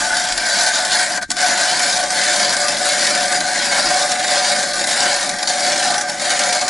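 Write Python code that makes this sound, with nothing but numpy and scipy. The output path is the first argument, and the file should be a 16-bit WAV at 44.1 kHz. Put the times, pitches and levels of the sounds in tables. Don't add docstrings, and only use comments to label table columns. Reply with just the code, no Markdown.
import sys
import numpy as np
from scipy import signal
from scipy.fft import rfft, irfft, next_fast_len
from scipy.io import wavfile
from scipy.ndimage import uniform_filter1d, map_coordinates

SR = 44100
rng = np.random.default_rng(int(sys.argv[2]) if len(sys.argv) > 2 else 0)


def gain_from_db(level_db):
    decades = np.asarray(level_db, float) / 20
    return 10 ** decades


def file_out(sig):
    cols = np.atleast_2d(sig).T
    lim = np.clip(cols, -1, 1)
    pcm = np.round(lim * 32767).astype(np.int16)
    wavfile.write(sys.argv[1], SR, pcm)


N = 295029


def unit(x):
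    return x / np.sqrt(np.mean(x ** 2) + 1e-20)


def along(points, hz):
    f, v = np.transpose(points)
    return np.interp(np.log(hz + 1), np.log(f + 1), v)


def bumps(rows):
    t = np.arange(N) / SR
    return sum(db * np.cos(np.pi * np.clip((t - s) / length, -.5, .5)) ** 2 for s, db, length in rows)


def wobble(rate):
    return map_coordinates(rng.standard_normal(int(N * rate / SR) + 4), [np.arange(N) * rate / SR])


def field(shape, bins, frames):
    rough = rng.standard_normal(shape)
    return unit(uniform_filter1d(uniform_filter1d(rough, bins, 0), frames, 1))


def filtered(x, response):
    m = next_fast_len(N + SR // 2)
    h = response(np.fft.rfftfreq(m, 1 / SR))
    h = unit(np.abs(h)) * np.exp(1j * np.angle(h))
    return irfft(rfft(x, m) * h, m)[..., :N]


def mode(f, hz, width_hz):
    return 1j * f * width_hz / (hz * hz - f * f + 1j * f * width_hz)


def ringing(x, hz, width_hz):
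    return signal.lfilter(*signal.iirpeak(hz, hz / width_hz, SR), x)


# (time [s], peak level [dB])
WIND_GUSTS = [(0.0, -49), (0.33, -44), (.6, -50), (.85, -55), (1.27, -50), (1.75, -61), (1.97, -48),
              (2.4, -51), (2.62, -52), (2.85, -49), (3.3, -51), (3.57, -53), (3.8, -48), (3.95, -49),
              (4.79, -50), (5.23, -50), (6.05, -59)]


def gusts():
    calm_db, fall_db_per_s = -65, 70
    t = np.arange(N) / SR
    power = gain_from_db(2 * calm_db)
    for s, db in WIND_GUSTS:
        power = power + gain_from_db(2 * (db - fall_db_per_s * np.abs(t - s)))
    return np.sqrt(power)


# (frequency [Hz], level [dB per Hz])
WIND_COLOUR = [(18, -3), (40, 6.5), (70, -13), (110, -9), (200, -13), (400, -36), (11000, -50)]


def wind():
    noise = rng.standard_normal((2, N))
    shared, own = filtered(noise, lambda f: gain_from_db(along(WIND_COLOUR, f)))
    level = gusts() * gain_from_db(0.5 + 1.9 * wobble(11.0) + 1.1 * wobble(24.96))
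    return level * np.array([shared + 0.3 * own, shared - 0.24 * own])


# (time [s], level [dB], pitch [Hz], t60 [s])
ROCKING = [
    (1.262, -34, 70, .05),
    (1.292, -28, 290, 0.059),
]


def thuds():
    out, t = np.zeros(N), np.arange(SR // 10) / SR
    for s, db, hz, t60 in ROCKING:
        out[round(s * SR):][:len(t)] += gain_from_db(db - 60 * t / t60) * np.sin(2 * np.pi * hz * t)
    return out


# (time [s], depth [dB], length [s])
SLACK_POINTS = [(0.1, -3.5, 0.55), (0.36, -6.5, 0.33), (0.85, -3, 0.18), (1.1, -4, 0.2), (1.55, -2.5, 0.11),
                (2.07, -4, 0.29), (2.2, -1, 0.22), (2.58, -1, 0.2), (2.9, -1.5, 0.12), (2.77, -3.5, 0.18),
                (3.25, -2, 0.33), (3.43, -4.5, .08), (3.49, -2, .12), (3.62, -2, 0.52), (4.16, -5.5, 0.36),
                (4.73, -4, 0.32), (5.16, -3, 0.098), (5.33, -7.5, .3), (5.45, -6.5, 0.12), (5.55, -4, 0.11),
                (5.63, -4, 0.075), (5.82, -1, 0.16), (6.06, -9.5, 0.22), (6.16, -7, 0.28), (6.63, -3, 0.16)]
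# (time [s], bite [dB])
STALL_BITE = [
    (1.165, 0.5),
    (1.205, -29),
    (1.225, -7),
    (1.25, -26),
    (1.27, -34.5),
    (1.295, -29),
    (1.31, -9),
    (1.355, -11.5),
    (1.4, 1.5),
]


def cutting():
    full_cut_db, tiring_db_per_s = -19.5, -0.21
    t = np.arange(N) / SR
    stall_db = np.interp(t, *np.transpose(STALL_BITE))
    return full_cut_db + tiring_db_per_s * t + bumps(SLACK_POINTS) + stall_db


# (time [s], peak level [dB], change of the cut just before it [dB])
FRACTURES = [(0.168, -7.5, -2), (0.322, -9.5, 1), (0.376, -7, 0), (0.8488, -7.5, -3), (2.1037, -11, -7),
             (2.566, -8, -2.5), (2.6823, -7.5, -6.5), (2.844, -19, -4.5), (3.4044, -8.5, -5),
             (4.0946, -16, 2), (4.117, -6.5, 4), (4.733, -13, -8), (4.792, -11, -0.5), (4.8707, -27, -8),
             (5.2285, -10.5, -2), (5.292, -8, 0.5), (5.385, -13, -4), (5.428, -8.5, -0.5),
             (5.473, -8.5, -7), (5.777, -12, -3), (5.9417, -12, -3), (5.98, -9.5, -7), (6.01, -9.5, -0.5),
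             (6.096, -9.5, 5), (6.1956, -18, -7), (6.3036, -7.5, -2.5), (6.391, -9, -6.5), (6.526, -7, -5),
             (6.6117, -9, -3), (6.6794, -10, -7)]
# (time [s], peak level [dB], knock into the steel [dB], t60 [s])
STALL_GRABS = [
    (1.173, -12, 3, 0.057),
    (1.2133, -19.5, 4, 0.038),
    (1.2256, -14.5, -3, 0.062),
    (1.3032, -4.5, -12.5, 0.034),
    (1.315, -6, -22, 0.033),
    (1.3663, -11, -4, 0.05),
]


def cracks():
    crack_t60_s, crack_knock_db, grab_before_db = 0.056, -9, 1.5
    rise_s, before_s = .0005, 0.021
    air, steel, lead_in_db = np.zeros(N + SR), np.zeros(N + SR), np.zeros(N)
    t = np.arange(SR // 8) / SR
    rows = [(s, db, crack_knock_db, crack_t60_s, before_db) for s, db, before_db in FRACTURES]
    rows += [(*row, grab_before_db) for row in STALL_GRABS]
    for s, db, knock_db, t60, before_db in rows:
        at = round(s * SR)
        burst = gain_from_db(db - 4.5 - 60 * t / t60) * (1 - np.exp(-t / rise_s))
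        air[at:][:len(t)] += burst
        steel[at:][:len(t)] += gain_from_db(knock_db) * burst
        lead_in_db[at - len(t):at] += before_db * np.exp(-t[::-1] / before_s)
    return air[:N], steel[:N], lead_in_db


def small_chips(per_s, spread_db, t60):
    size_db = np.minimum(spread_db * rng.exponential(1, N), 8)
    starts = (rng.random(N) < per_s / SR) * gain_from_db(2 * size_db)
    return np.sqrt(signal.lfilter([1], [1, -gain_from_db(-120 / (t60 * SR))], starts) + 1e-9)


def jerks():
    lumps = unit(small_chips(70, 1.34, 0.046))
    hail = unit(small_chips(600, 6.1, 0.0029))
    return unit(1.46 + lumps * 0.49 + hail * 0.39)


MEAN_CUT_DB = -19


def push(cut, level_db, share, knock):
    return np.hypot(gain_from_db(level_db) * cut ** share, knock)


# (frequency [Hz], level [dB per Hz])
SHEET_COLOUR = [(53, -46), (90, -12.5), (200, 3), (355, 2), (432, -9), (480, -48), (620, -23), (1060, -120)]


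def sheet_groan(cut, knock):
    level_db = -38 + 2.5 * (np.arange(N) / N - .5) + 1.63 * wobble(12)
    force = push(cut, level_db, 0.31, 0.13 * knock) * rng.standard_normal(N)
    return filtered(force, lambda f: gain_from_db(along(SHEET_COLOUR, f)))


TURN_S, TURN_START_S = .675, .1


def turning(phase):
    return np.cos(2 * np.pi * ((np.arange(N) / SR - TURN_START_S) / TURN_S - phase))


def steel_part(force, modes, drift_db):
    depth = np.arange(N) / N - .5
    power = sum(gain_from_db(2 * row[2]) * row[1] for row in modes) * np.pi / SR
    out = np.zeros(N)
    for k, (hz, width_hz, db, deeper_db, swing_db, phase) in enumerate(modes):
        aim_db = deeper_db * depth + swing_db * turning(phase) + drift_db * wobble(4.13)
        out += (-1) ** k * gain_from_db(db) * ringing(force * gain_from_db(aim_db), hz, width_hz)
    return out / np.sqrt(power)


# (frequency [Hz], width [Hz], level [dB], change as the hole deepens [dB],
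# swing per turn [dB], turn phase [0-1])
BEND_MODES = [
    (582.3, 25.2, 7.5, 0, 0.11, 0.83),
    (522, 48, -18, 0, .4, 0.24),
    (696, 99, -36, 0, .4, .3),
]


def low_bend(cut, knock):
    guided_s, guiding_s = 1.83, 0.27
    loose_db = -8 / (1 + np.exp((np.arange(N) / SR - guided_s) / guiding_s))
    force = push(cut, -26.5 + loose_db, 0.78, 0.27 * knock)
    return steel_part(force * rng.standard_normal(N), BEND_MODES, drift_db=-0.45)


# (frequency [Hz], width [Hz], level [dB], change as the hole deepens [dB],
# swing per turn [dB], turn phase [0-1])
SHAFT_MODES = [
    (680, 83, -15, -17, 1.5, 0.51),
    (729.8, 10.7, 4.5, 3, 0.5, 0.1),
    (830, 33, -13, 11.5, -1, 0.36),
    (874.4, 14.6, -15.5, -26.5, 2.5, 0.17),
    (980.6, 27.4, -16.5, 2.5, 3.5, 0.41),
    (1072, 19, -23.5, -8, 8, 0.32),
]
# (time [s], level [dB], length [s])
SHAFT_SWAY = [(0.8, 1.5, .3), (1.03, -5, 0.12), (1.55, 0.5, .25), (1.8, -2.5, 0.19), (2.03, 4.5, 0.27),
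              (2.25, -5.5, 0.23), (2.98, -6.5, 0.51), (3.38, 3, 0.41), (3.87, 4.5, 0.57), (4.3, 1, 0.56),
              (4.7, -3.5, 0.44), (5.0, 1, 0.23), (5.2, -1, .2), (5.95, 4.5, 0.2), (6.4, -1, 0.47)]


def shaft_ring(cut, knock):
    level_db = -23.5 + bumps(SHAFT_SWAY) - 0.2 * bumps(SLACK_POINTS)
    force = push(cut, level_db, 1.0, knock)
    return steel_part(force * rng.standard_normal(N), SHAFT_MODES, drift_db=-0.87)


def patchy(fine_db, broad_db):
    z = signal.stft(rng.standard_normal(N), nperseg=1024, noverlap=768)[2]
    gain_db = fine_db * field(z.shape, bins=2, frames=12) + broad_db * field(z.shape, bins=30, frames=8)
    return unit(signal.istft(z * gain_from_db(gain_db), nperseg=1024, noverlap=768)[1][:N])


# (frequency [Hz], width [Hz], level [dB], change as the hole deepens [dB],
# swing per turn [dB], turn phase [0-1])
SPIRAL_MODES = [(1205.4, 14, -6, 6, 4.6, 0.73), (1377, 36, -10, 3.5, 5.4, 0.45),
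                (1501.6, 38.4, 0, -7, 1.1, 0.91), (1579, 17.5, 3.5, -1, 0.48, 0.56),
                (1639, 64, -5.5, 0, 1.5, 0.062), (1725, 33, -2.5, -0.5, 1.2, 0.24),
                (1804, 60, -5.5, 1, 1, 0.46), (1890, 51, -5.5, -0.5, 1.2, 0.41),
                (1998, 62, -7.5, 1.5, 3.2, 0.13), (2187, 37, -5, 2.5, 1.7, 0.44),
                (2350, 70, -10.5, -0.5, 0.82, 0.61)]


def spiral_ring(cut, knock, grip_db):
    level_db = -21.3 - 0.08 * bumps(SLACK_POINTS)
    force = push(cut, level_db, 0.82, knock) * patchy(fine_db=2.0, broad_db=1.13)
    spiral = steel_part(force, SPIRAL_MODES, drift_db=0.77)
    return spiral - (1 - gain_from_db(grip_db)) * ringing(spiral, SPIRAL_MODES[0][0], 150)


# (frequency [Hz], width [Hz], level [dB])
BLADE_MODES = [
    (3037, 27, 2.5),
    (4070, 98, -5.5),
    (4640, 36, -12),
    (4400, 21, 5.5),
    (4720, 35, -25),
    (4840, 15, -5),
    (5980, 66, -3.5),
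    (7004, 520, 4.5),
    (8150, 150, 1),
]
# (frequency [Hz], level [dB per Hz])
CHIP_COLOUR = [(530, -39), (900, -1), (968, -4), (1120, -4), (1180, -6.5), (1270, -2.5), (1540, -9.5),
               (2570, -13), (4910, -8), (6380, -14), (9800, -17.5), (11000, -16.5), (14300, -55),
               (22000, -120)]


def ice_crunch(cut, snap):
    def colour(f):
        blades = 1 + 0.49 * sum(gain_from_db(db) * mode(f, hz, w) for hz, w, db in BLADE_MODES)
        above = 1 / (1 + (2300 / (f + 1)) ** 4)
        return gain_from_db(along(CHIP_COLOUR, f)) * blades * np.sqrt(above + 0.024)

    chips = np.hypot(gain_from_db(MEAN_CUT_DB + 1.06) * cut, snap)
    return filtered(chips * patchy(fine_db=3.0, broad_db=1.06), colour)


# (frequency [Hz], width [Hz], depth [0-1], turn phase [0-1])
TURN_HOLLOWS = [
    (1292, 95, 1, 0.7),
    (2910, 840, 0.65, .78),
]


def shadowed(x):
    for hz, width_hz, depth, phase in TURN_HOLLOWS:
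        opening = np.clip(0.44 + 0.27 * turning(phase), 0, 1)
        x = x - depth * opening * ringing(x, hz, width_hz)
    return x


# (time [s], damping [dB], length [s])
ICE_GRIP = [
    (1.268, -18, 0.071),
]


def auger():
    snap, knock, lead_in_db = cracks()
    cut = gain_from_db(cutting() + lead_in_db - MEAN_CUT_DB) * jerks()
    grip_db = bumps(ICE_GRIP)
    shaft = low_bend(cut, knock) + shaft_ring(cut, knock)
    spiral = spiral_ring(cut, knock, grip_db)
    voice = ice_crunch(cut, snap) + gain_from_db(1.3 * grip_db) * shaft + gain_from_db(0.13 * grip_db) * spiral
    return shadowed(voice) + gain_from_db(0.6 * grip_db) * sheet_groan(cut, knock) + thuds()


# (frequency [Hz], level [dB])
SCATTER_WIDTH = [(60, -7), (110, -12), (190, -13.5), (340, -11.5), (610, -11.5), (1090, -9.5), (1950, -13),
                 (3490, -13), (6240, -12.5), (11200, -10)]
# (frequency [Hz], level [dB])
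LEFT_LEAN = [(100, -0.5), (700, 1.7), (1500, 2), (4000, 1), (9000, 0.5)]


def ports(x):
    hz, _, z = signal.stft(x, SR, nperseg=512)
    random = field(z.shape, bins=3, frames=9) + 1j * field(z.shape, bins=3, frames=9)
    scatter = np.exp(1j * np.angle(random))
    side = z * scatter * gain_from_db(along(SCATTER_WIDTH, hz) - 2.5)[:, None]
    lean = gain_from_db(along(LEFT_LEAN, hz) / 2)[:, None]
    return signal.istft(np.array([(z + side) * lean, (z - side) / lean]), SR, nperseg=512)[1][:, :N]


def scene():
    return ports(auger()) + wind()


def top_cut(x):
    return signal.sosfilt(signal.butter(12, 11750, fs=SR, output="sos"), x)


def record(dry):
    overload, top_hz, edge_hz = .72, 11050, 110
    soft = dry / (1 + np.abs(dry / overload) ** 4) ** (1 / 4)
    m = next_fast_len(N)
    edge = np.clip((top_hz - np.fft.rfftfreq(m, 1 / SR)) / edge_hz, 0, 1)
    limited = irfft(rfft(soft, m) * np.sin(np.pi / 2 * edge) ** 2, m)[:, :N]
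    return top_cut(limited)


dry = scene()
out = record(dry)
file_out(out)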